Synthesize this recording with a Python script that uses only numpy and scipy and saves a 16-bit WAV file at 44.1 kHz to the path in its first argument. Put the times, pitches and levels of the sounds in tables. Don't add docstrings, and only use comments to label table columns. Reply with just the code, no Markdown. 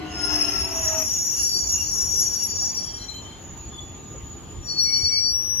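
import sys
import numpy as np
from scipy import signal
from scipy.fft import rfft, irfft, next_fast_len
from scipy.io import wavfile
from scipy.ndimage import uniform_filter1d, map_coordinates

SR = 44100
rng = np.random.default_rng(int(sys.argv[2]) if len(sys.argv) > 2 else 0)


def to_wav(sig):
    pcm = np.clip(np.atleast_2d(sig), -1, 1) * 32767
    pcm = np.round(pcm).astype(np.int16)
    wavfile.write(sys.argv[1], SR, pcm.T)


N = 246959

# frequency in Hz, relative spectral density in dB.
DRIVE_SPECTRUM = [(150, -14), (350, 3), (520, -12.5), (680, -2), (950, -6.5), (1550, -8.5), (2000, -6),
                  (2250, -15), (2750, -2), (3600, -15.5), (5000, -15.5), (8000, -29), (15000, -59)]
RUMBLE_SPECTRUM = [(20, -23), (35, -6), (52, 5), (85, 6), (110, 2), (135, -4), (220, -57)]
BODY_SPECTRUM = [(90, -40), (140, 2), (200, -0.5), (330, -2), (430, -4.5), (540, -20), (900, -63)]
HISS_SPECTRUM = [(300, -7.5), (520, -1.5), (900, -0.5), (1400, -7.5), (2200, -10), (3200, -7),
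                 (4300, -13.5), (6500, -16), (8500, -29.5), (11500, -26.5), (13500, -26), (15000, -41)]
GRIND_SPECTRUM = [(3500, -13.5), (5000, 13.5), (6300, -14), (7400, -4), (9000, -24), (10400, 0),
                  (11500, 11.5), (12200, -12), (13100, 8.5), (14300, 6), (15500, -5)]
# time in seconds, level in dB.
DRIVE_ENVELOPE = [(0, -45.5), (.18, -43.5), (.35, -37.5), (.55, -40.5), (1.01, -43)]
RUMBLE_ENVELOPE = [(0, -44.5), (.9, -41.5), (1.25, -47), (1.6, -43.5), (2.1, -41), (2.7, -45.5),
                   (3.6, -43.5), (4.2, -43.5), (4.65, -40.5), (5.6, -44.5)]
GRIND_ENVELOPE = [(.15, -68), (.35, -53.5), (1.5, -49.5), (2.5, -55), (3, -71), (4.6, -73), (4.8, -62),
                  (5.6, -54)]
# time in seconds, car body level in dB, hiss level in dB.
ROLLING_ENVELOPES = [(0, -42.5, -48), (1.1, -47, -48.5), (1.6, -46.5, -48.5), (2.2, -45, -48),
                     (2.7, -46, -49), (3.3, -47.5, -49.5), (4.2, -45.5, -51), (4.9, -46.5, -51),
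                     (5.2, -49, -53), (5.6, -48, -50.5)]
# frequency in Hz, correlation.
COHERENCE = [(60, .84), (250, .78), (600, .4), (1200, .25), (2200, .45), (5000, .3)]
# multiple of the fundamental, level in dB.
STRONG_ORDERS = [(3, -48.5), (4, -50.5), (7, -46), (10, -57.5), (11, -56), (14, -53)]
# multiple of the fundamental, level in dB relative to DRIVE_ENVELOPE.
WEAK_ORDERS = [(6, -16), (9, -23), (17, -17), (21, -13.5), (25.3, -11.5), (27.4, -10.5), (28.7, -7.5)]
# centre in Hz, half width in Hz, lift in dB.
HOUSING_RESONANCES = [(269, 2.5, 7), (281, 6, 5), (293, 3, 7), (302, 6.5, 12), (315.5, 2.8, 16),
                      (382, 11, 12), (634, 15, 15), (655, 7, 9), (672, 5, -6), (698, 11, 4.5),
                      (902, 17, 13), (1019, 19, 8.5), (1255, 20, 7), (1361, 21, 10), (1424, 17, 12)]
# pitch in Hz, peak level in dB, time when nearest in seconds,
# half passing time in seconds.
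EQUIPMENT_HUMS = [(339, -57.5, 4.8, 1.1), (770, -64, 4.3, 1.1), (903, -59, 2.3, 1), (1100, -65, 4.7, .96),
                  (1207, -57.8, 4.55, .9)]
# start, rise, hold and fall
# in seconds, pitch and bend in Hz, level and its drift in dB, diffuse share of the power,
# left over right in dB, relative level of the octave in dB, Doppler spread in Hz.
ROLLING_WHEELS = [ (.1, .26, .08, .39, 5302, 218.5, -23.5, 0.5, 0.5, 6.5, -18, 40),
                  (0.055, 0.12, .5, .15, 6625, 81, -43, 5, 0.62, 0.5, -16, 55),
                  (.24, .12, .06, .45, 6275, 106, -35.5, -1.5, 0.73, 2, -13, 50),
                  (.48, 0.067, 0.03, .1, 5870, 0, -37.5, 2, .65, 5, -23, 39),
                  (.7, .07, 1.69, .1, 5627, -8, -26.8, -.5, .33, 4, -16, 42),
                  (1.4, .05, .08, .08, 5612, 0, -26, 0, .2, 4, -22, 30),
                  (2.46, .07, .16, .05, 5618, 0, -27, 1, .25, 4, -21, 30),
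                  (2.738, .012, .03, .3, 5615, 60, -27.5, 0, .25, 4, -20, 30),
                  (.7, .08, .47, .42, 5845, -49.5, -29.3, -1, .72, 4, -16, 55),
                  (1.5, .07, 0.027, .17, 5680, 142, -26.5, -4, 0.6, 1, -32, 33),
                  (1.72, .08, 0.49, .25, 5836, -17, -34, 6, 0.75, 9, -32, 23),
                  (2.92, .08, .03, .33, 5745, 60, -43, -10, .5, 8, -30, 40),
                  (.72, .11, 1.85, .27, 6700, 8, -30.5, 0.5, 0.48, 0.5, -16.5, 50),
                  (1.66, .06, .03, .09, 6700, 0, -25.5, 0, .15, 1, -26, 25),
                  (0.83, 0.12, .7, 0.23, 7130, 40, -47, -2, 0.8, -2, -5, 60),
                  (1.05, 0.26, 1, .5, 7250, -88, -49.5, -2, .7, -2, 2, 76),
                  (.74, .06, .15, .4, 5005, 0, -46, 0, .6, 4, -22, 45),
                  (1.33, .1, 0.17, 0.3, 4590, 90, -39.5, 0, 0.63, 4.5, -26, 44),
                  (2.05, .12, .65, .3, 4644, 0, -43.5, 1, .75, 4, -28, 37),
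                  (1.33, .2, .02, 0.19, 10200, 80, -48.5, 1, 0.86, 2, -30, 47),
                  (.25, .08, 2.1, .35, 12540, -250, -48.5, -5, .9, 0, -30, 90)]
FAR_WHEELS = [ (.75, 0.2, 0.54, 0.79, 6900, -3, -42, -6, 0.51, -1, -20, 65),
              (2.2, 0.24, 0.27, 0.28, 7000, 2, -51, -4, .6, -1, -20, 55),
              (2.65, 0.26, 0.35, .18, 6840, 152.5, -46.5, 3, 0.61, -1, -15, 54.5),
              (3.3, .15, .3, .15, 6820, 100.5, -44, 1, 0.71, -.83, -15.5, 55.5),
              (3.7, .15, .55, .2, 6870, 50.5, -42.5, -3.2, 0.59, -1, -16.5, 55.1),
              (4.351, 0.22, 0.4, .75, 6980, 40, -45, -5, 0.58, -0.8, -12, 55.7)]
CRAWLING_WHEELS = [ (5.37, .11, .18, .1, 5824, 1, -27.5, 2, .1, 10, -21, 16),
                   (5.38, .06, .2, .1, 5588, -20, -34, -4, .2, 6.6, -22, 16)]
# start in seconds, level in dB, centre in Hz, 60 dB decay in seconds.
GEAR_JOLTS = [(.6, -32.5, 77.5, 0.43), (.82, -30, 85, 0.4), (1.552, -39.5, 320, 0.29),
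              (1.63, -30, 58, 0.17), (2.03, -28.5, 66.5, 0.17), (2.621, -35, 756, 0.099),
              (3.9, -36, 85, 0.24), (4.098, -39.5, 302, 0.22), (4.14, -36.5, 404, 0.13),
              (4.23, -35, 80, 0.27), (5.03, -30.5, 82, .25)]
# peak time in seconds, half length in seconds, level in dB.
OVERTONE_FLARES = [(.86, .08, -51), (1.16, .09, -46), (1.38, .07, -47), (1.47, .04, -47), (1.58, .05, -52),
                   (1.77, .1, -53), (1.94, .05, -55), (2.175, .08, -40), (2.27, .05, -45), (2.43, .12, -52)]
# peak time, rise and fall in seconds, pitch and bend in Hz, level in dB.
BLOCK_SQUEAKS = [ (1.17, 0.091, 0.1, 2810, -2, -51.5), (1.41, 0.14, 0.18, 2787, 56, -45.5),
                 (1.56, 0.096, .18, 4606, -5, -26.5), (1.789, 0.1, 0.19, 2794, -46, -39.5),
                 (1.869, 0.1, 0.25, 4550, -37, -42.5), (2.42, 0.097, 0.16, 2820, 0, -49.5),
                 (2.58, 0.11, 0.1, 4870, 0, -44), (2.58, 0.084, 0.18, 5030, 0, -45),
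                 (2.8, 0.12, 0.19, 5040, 0, -46), (2.9, 0.19, 0.25, 3330, -62, -47),
                 (3.05, 0.36, 0.28, 3144, -2, -49), (3.18, .08, .12, 3105, 0, -40),
                 (3.255, .02, 0.16, 3094, 0, -45), (3.33, 0.039, 0.14, 3140, 0, -48),
                 (3.015, 0.052, 0.29, 4100, 2, -40.5), (3.1, .025, .09, 4084, -2, -31.5),
                 (3.15, 0.029, .15, 4090, 2, -33), (3.32, .08, 0.14, 4140, 70, -49),
                 (3.745, 0.047, .12, 3460, 0, -43), (3.795, 0.0303, .07, 3440, 0, -35.5),
                 (3.835, .025, .06, 3440, 0, -44), (3.89, .05, .22, 3440, 0, -55),
                 (4.695, .035, 0.18, 4540, 0, -33), (4.95, 0.087, .15, 2990, 5, -47),
                 (5.029, 0.22, 0.48, 6730, 31, -52), (5.13, 0.15, 0.37, 7220, 2, -51),
                 (5.15, 0.23, 0.69, 3210, 0, -58.5), (5.275, 0.057, .14, 4590, 8, -29),
                 (5.6, 0.22, 0.088, 7150, 2, -47.5)]
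# time in seconds, pitch in Hz, level in dB.
UPPER_MODE = [(4.6, 5860, -71), (4.66, 5660, -36), (4.73, 5610, -32), (4.77, 5635, -39.5),
              (4.81, 5640, -22), (4.89, 5612, -25), (4.975, 5616, -23.5), (5.03, 5614, -26),
              (5.14, 5614, -24), (5.26, 5614, -25.5), (5.34, 5646, -22.5), (5.4, 5690, -25.5),
              (5.47, 5790, -40), (5.52, 5720, -80)]
LOWER_MODE = [(4.65, 4530, -73), (4.7, 4450, -34), (4.8, 4435, -24.5), (4.87, 4452, -27.5),
              (4.96, 4473, -24.7), (5.07, 4480, -24), (5.18, 4510, -26), (5.24, 4557, -27.5),
              (5.33, 4604, -38), (5.47, 4600, -70)]
# time in seconds, level in dB.
SUBHARMONIC = [(4.82, -75), (4.875, -43), (4.905, -39.5), (4.945, -51), (4.99, -45), (5.08, -50),
               (5.14, -38.5), (5.2, -45), (5.25, -57), (5.35, -70)]
# frequency in Hz, lead of the left side in radians.
LEFT_LEAD = [(1500, 0), (3000, .5), (4470, 1.7), (5600, 3.9), (5850, 4), (6250, 6.2), (7600, 6.3),
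             (8500, 9.3), (9400, 9.5), (10000, 12.5), (11900, 12.5), (12800, 15.6), (16000, 15.7)]

TOP_HZ = 15750
TIME = np.arange(N) / SR


def amp(db):
    return 10 ** (np.asarray(db) / 20)


def unit(x):
    return x / np.sqrt(np.mean(np.abs(x) ** 2) + 1e-20)


def along(points, hz):
    freqs, values = np.transpose(points)
    return np.interp(np.log(hz + 1), np.log(freqs + 1), values)


def curves(rows):
    times, *columns = np.transpose(rows)
    return [np.interp(TIME, times, column) for column in columns]


def wobble(rate, size=N):
    knots = rng.standard_normal(int(size * rate / SR) + 4)
    return map_coordinates(knots, [np.arange(size) * rate / SR])


def filtered(x, response):
    size = next_fast_len(N + 8192)
    return irfft(rfft(x, size) * response(np.fft.rfftfreq(size, 1 / SR)), size)[..., :N]


def rush(spectrum, patchy_db):
    bins = signal.stft(rng.standard_normal((2, N)), nperseg=512)[2]
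    patches = uniform_filter1d(rng.standard_normal(bins.shape[1:]), size=5, axis=0)
    patches = uniform_filter1d(patches, size=14, axis=1)
    pair = signal.istft(bins * amp(patchy_db * unit(patches)), nperseg=512)[1][:, :N]
    angle = lambda hz: np.arccos(np.clip(along(COHERENCE, hz), -1, 1)) / 2
    mid, side = filtered(pair, lambda f: amp(along(spectrum, f)) * [np.cos(angle(f)), np.sin(angle(f))])
    return np.array([mid + side, mid - side]) / np.std(mid)


def scatter(width_hz, size, step=8):
    count = next_fast_len(size // step + 512)
    shift_hz = np.fft.fftfreq(count, step / SR)
    reflections = rng.standard_normal((2, count)) + 1j * rng.standard_normal((2, count))
    fading = np.fft.ifft(reflections * np.exp(-np.abs(shift_hz) / width_hz))
    return np.array([np.interp(np.arange(size) / step, np.arange(count), unit(ear)) for ear in fading])


def tone(hz, width_hz, wet, echo=0):
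    lag_cycles = np.cumsum(width_hz * (1 + 0.2434 * wobble(9, len(hz)))) / SR
    wall = np.exp(-2j * np.pi * (lag_cycles + rng.random()))
    steady = np.sqrt(1 - echo) + np.sqrt(echo) * wall
    paths = np.sqrt(1 - wet) * steady + np.sqrt(wet) * scatter(width_hz, len(hz))
    return np.sqrt(2) * np.real(paths * np.exp(2j * np.pi * np.cumsum(hz) / SR))


def drive(start_hz=105.6, slowing_hz_per_s=15.8, cut_s=1.026):
    hz = start_hz - slowing_hz_per_s * TIME
    since_cut = np.maximum(TIME - cut_s, 0)
    effort = amp(-8 * np.minimum(since_cut / 0.032, 1) - 60 * since_cut)
    whine = 0
    for order, db in STRONG_ORDERS:
        lift_db = sum(peak_db * np.exp(-((order * hz - centre) / width) ** 2)
                      for centre, width, peak_db in HOUSING_RESONANCES)
        gain = amp(db + effort * lift_db + 1.8 * wobble(14))
        whine += gain * tone(order * hz, width_hz=22, wet=.33)
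    weak = sum(amp(db) * tone(order * hz, width_hz=18, wet=.59) for order, db in WEAK_ORDERS)
    noise = amp(1.5) * rush(DRIVE_SPECTRUM, patchy_db=3.5)
    sound = whine + amp(curves(DRIVE_ENVELOPE)[0]) * (weak + noise)
    return effort * sound * amp([[1], [-1]])


def rolling():
    body_db, hiss_db = curves(ROLLING_ENVELOPES)
    rumble = amp(curves(RUMBLE_ENVELOPE)[0] + 1.8 * wobble(12)) * rush(RUMBLE_SPECTRUM, patchy_db=0)
    body = amp(body_db) * rush(BODY_SPECTRUM, patchy_db=1)
    hiss = amp(hiss_db) * rush(HISS_SPECTRUM, patchy_db=2)
    return rumble + body + hiss * amp([[.8], [-.8]])


def equipment_hum():
    out = np.zeros((2, N))
    for hz, db, nearest, passing in EQUIPMENT_HUMS:
        distance = np.hypot(1, (TIME - nearest) / passing)
        out += amp(db) / distance * tone(np.full(N, hz), width_hz=12, wet=.2)
    return out


def wheel(hz, grip_db, width_hz, wet, echo, pan_db, octave_db):
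    hz = hz * (1 + .0005 * wobble(60.9, len(hz)))
    mode = tone(hz, width_hz, wet, echo)
    rubbing = amp(-29) * tone(hz, width_hz=190, wet=.92)
    sound = (mode + rubbing) * amp([[pan_db / 2], [-pan_db / 2]])
    for k, harmonic_db in [(2, octave_db), (3, octave_db - 7)]:
        if k * hz.mean() < TOP_HZ:
            gain = amp(harmonic_db + grip_db + 2 * wobble(13, len(hz)))
            sound += gain * tone(k * hz, k * width_hz, np.sqrt(wet), echo)
    return sound * amp(grip_db)


def squeal(row, flutter_db, wander, echo, rise_power=0.86, fall_power=1.16):
    start, rise, hold, fall, pitch, bend, db, drift_db, wet, pan_db, octave_db, width_hz = row
    age = TIME - start
    build_up = np.clip(age / rise, 0, 1) ** rise_power
    release = np.clip((rise + hold + fall - age) / fall, 0, 1) ** fall_power
    envelope = build_up * release
    on = envelope > 0
    size = on.sum()
    progress = np.linspace(0, 1, size)
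    hz = (pitch + bend * progress ** 2.6) * (1 + wander * wobble(9, size))
    grip_db = flutter_db * wobble(24, size)
    out = np.zeros((2, N))
    out[:, on] = wheel(hz, grip_db, width_hz, wet, echo, pan_db, octave_db) * amp(db + drift_db * progress)
    return out * envelope


def friction_brakes():
    squeals = sum(squeal(row, flutter_db=1.9, wander=.0021, echo=.12) for row in ROLLING_WHEELS)
    grinding = rush(GRIND_SPECTRUM, patchy_db=2) * amp(1.5 * wobble(14))
    return squeals + amp(curves(GRIND_ENVELOPE)[0]) * grinding


def knocks(quality=2.7, attack_s=0.0029):
    out = np.zeros(N)
    for start, db, centre, t60 in GEAR_JOLTS:
        age = np.maximum(TIME - start, 0)
        resonance = lambda f: 1 / (1 + (quality * (f / centre - centre / (f + 1))) ** 2) ** 0.92
        ring = unit(filtered(rng.standard_normal(N), resonance))
        out += ring * amp(db - 60 * age / t60) * (1 - np.exp(-age / attack_s))
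    return out


def far_car():
    return sum(squeal(row, flutter_db=1.5, wander=.001, echo=.1) for row in FAR_WHEELS)


def flares(hz=8425, wet=.2, width_hz=25):
    rows = [(peak - half, half, 0, half, hz, 0, db, 0, wet, 0, 0, width_hz)
            for peak, half, db in OVERTONE_FLARES]
    return sum(squeal(row, flutter_db=2, wander=.002, echo=.1) for row in rows)


def block_squeaks(wet=.28, pan_db=5, octave_db=-21, width_hz=32):
    out = np.zeros((2, N))
    for peak, rise, fall, pitch, bend, db in BLOCK_SQUEAKS:
        row = (peak - rise, rise, 0, fall, pitch, bend, db, 0, wet, pan_db, octave_db, width_hz)
        out += squeal(row, flutter_db=1.5, wander=.001, echo=.06, rise_power=1.44, fall_power=2.84)
    return out


def nearest_wheel(beat_peak_s=4.958, beat_hz=11, slowing_hz_per_s=11, reflection_gain=.7):
    def note(table, hz, db, grip_db, **colour):
        on = (TIME > table[0][0]) & (TIME < table[-1][0])
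        out = np.zeros((2, N))
        out[:, on] = amp(db[on]) * wheel(hz[on], grip_db[on], width_hz=20, wet=.12, echo=.02, **colour)
        return out
    age = TIME - beat_peak_s
    beat = np.exp(2j * np.pi * age * (beat_hz - slowing_hz_per_s * age / 2))
    swell_db = 20 * np.log10(np.abs(1 + reflection_gain * beat))
    even_grip = np.zeros(N)
    lower_hz, lower_db = curves(LOWER_MODE)
    upper = note(UPPER_MODE, *curves(UPPER_MODE), even_grip, pan_db=8, octave_db=-25)
    lower = note(LOWER_MODE, lower_hz, lower_db, swell_db, pan_db=2, octave_db=-38)
    sub = note(SUBHARMONIC, lower_hz / 2, curves(SUBHARMONIC)[0], even_grip, pan_db=3.5, octave_db=-37)
    return upper + lower + sub


def crawling_wheels():
    return sum(squeal(row, flutter_db=1.5, wander=.0005, echo=.06) for row in CRAWLING_WHEELS)


def scene():
    braking = drive() + friction_brakes() + flares() + far_car() + block_squeaks()
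    stopping = crawling_wheels() + nearest_wheel()
    return braking + stopping + rolling() + equipment_hum() + knocks()


def record(dry):
    crossover_hz, shared_power = (7000, 8200), .97
    angle = lambda hz: np.interp(hz, crossover_hz, [0, np.arcsin(np.sqrt(shared_power))])
    left, right = dry
    right = filtered(right, lambda hz: np.cos(angle(hz))) + filtered(left, lambda hz: np.sin(angle(hz)))
    phase_shift = lambda hz: np.exp(.5j * along(LEFT_LEAD, hz) * np.array([[1], [-1]]))
    return filtered(np.array([left, right]), lambda hz: phase_shift(hz) * (hz < TOP_HZ))


dry = scene()
out = record(dry)
to_wav(out)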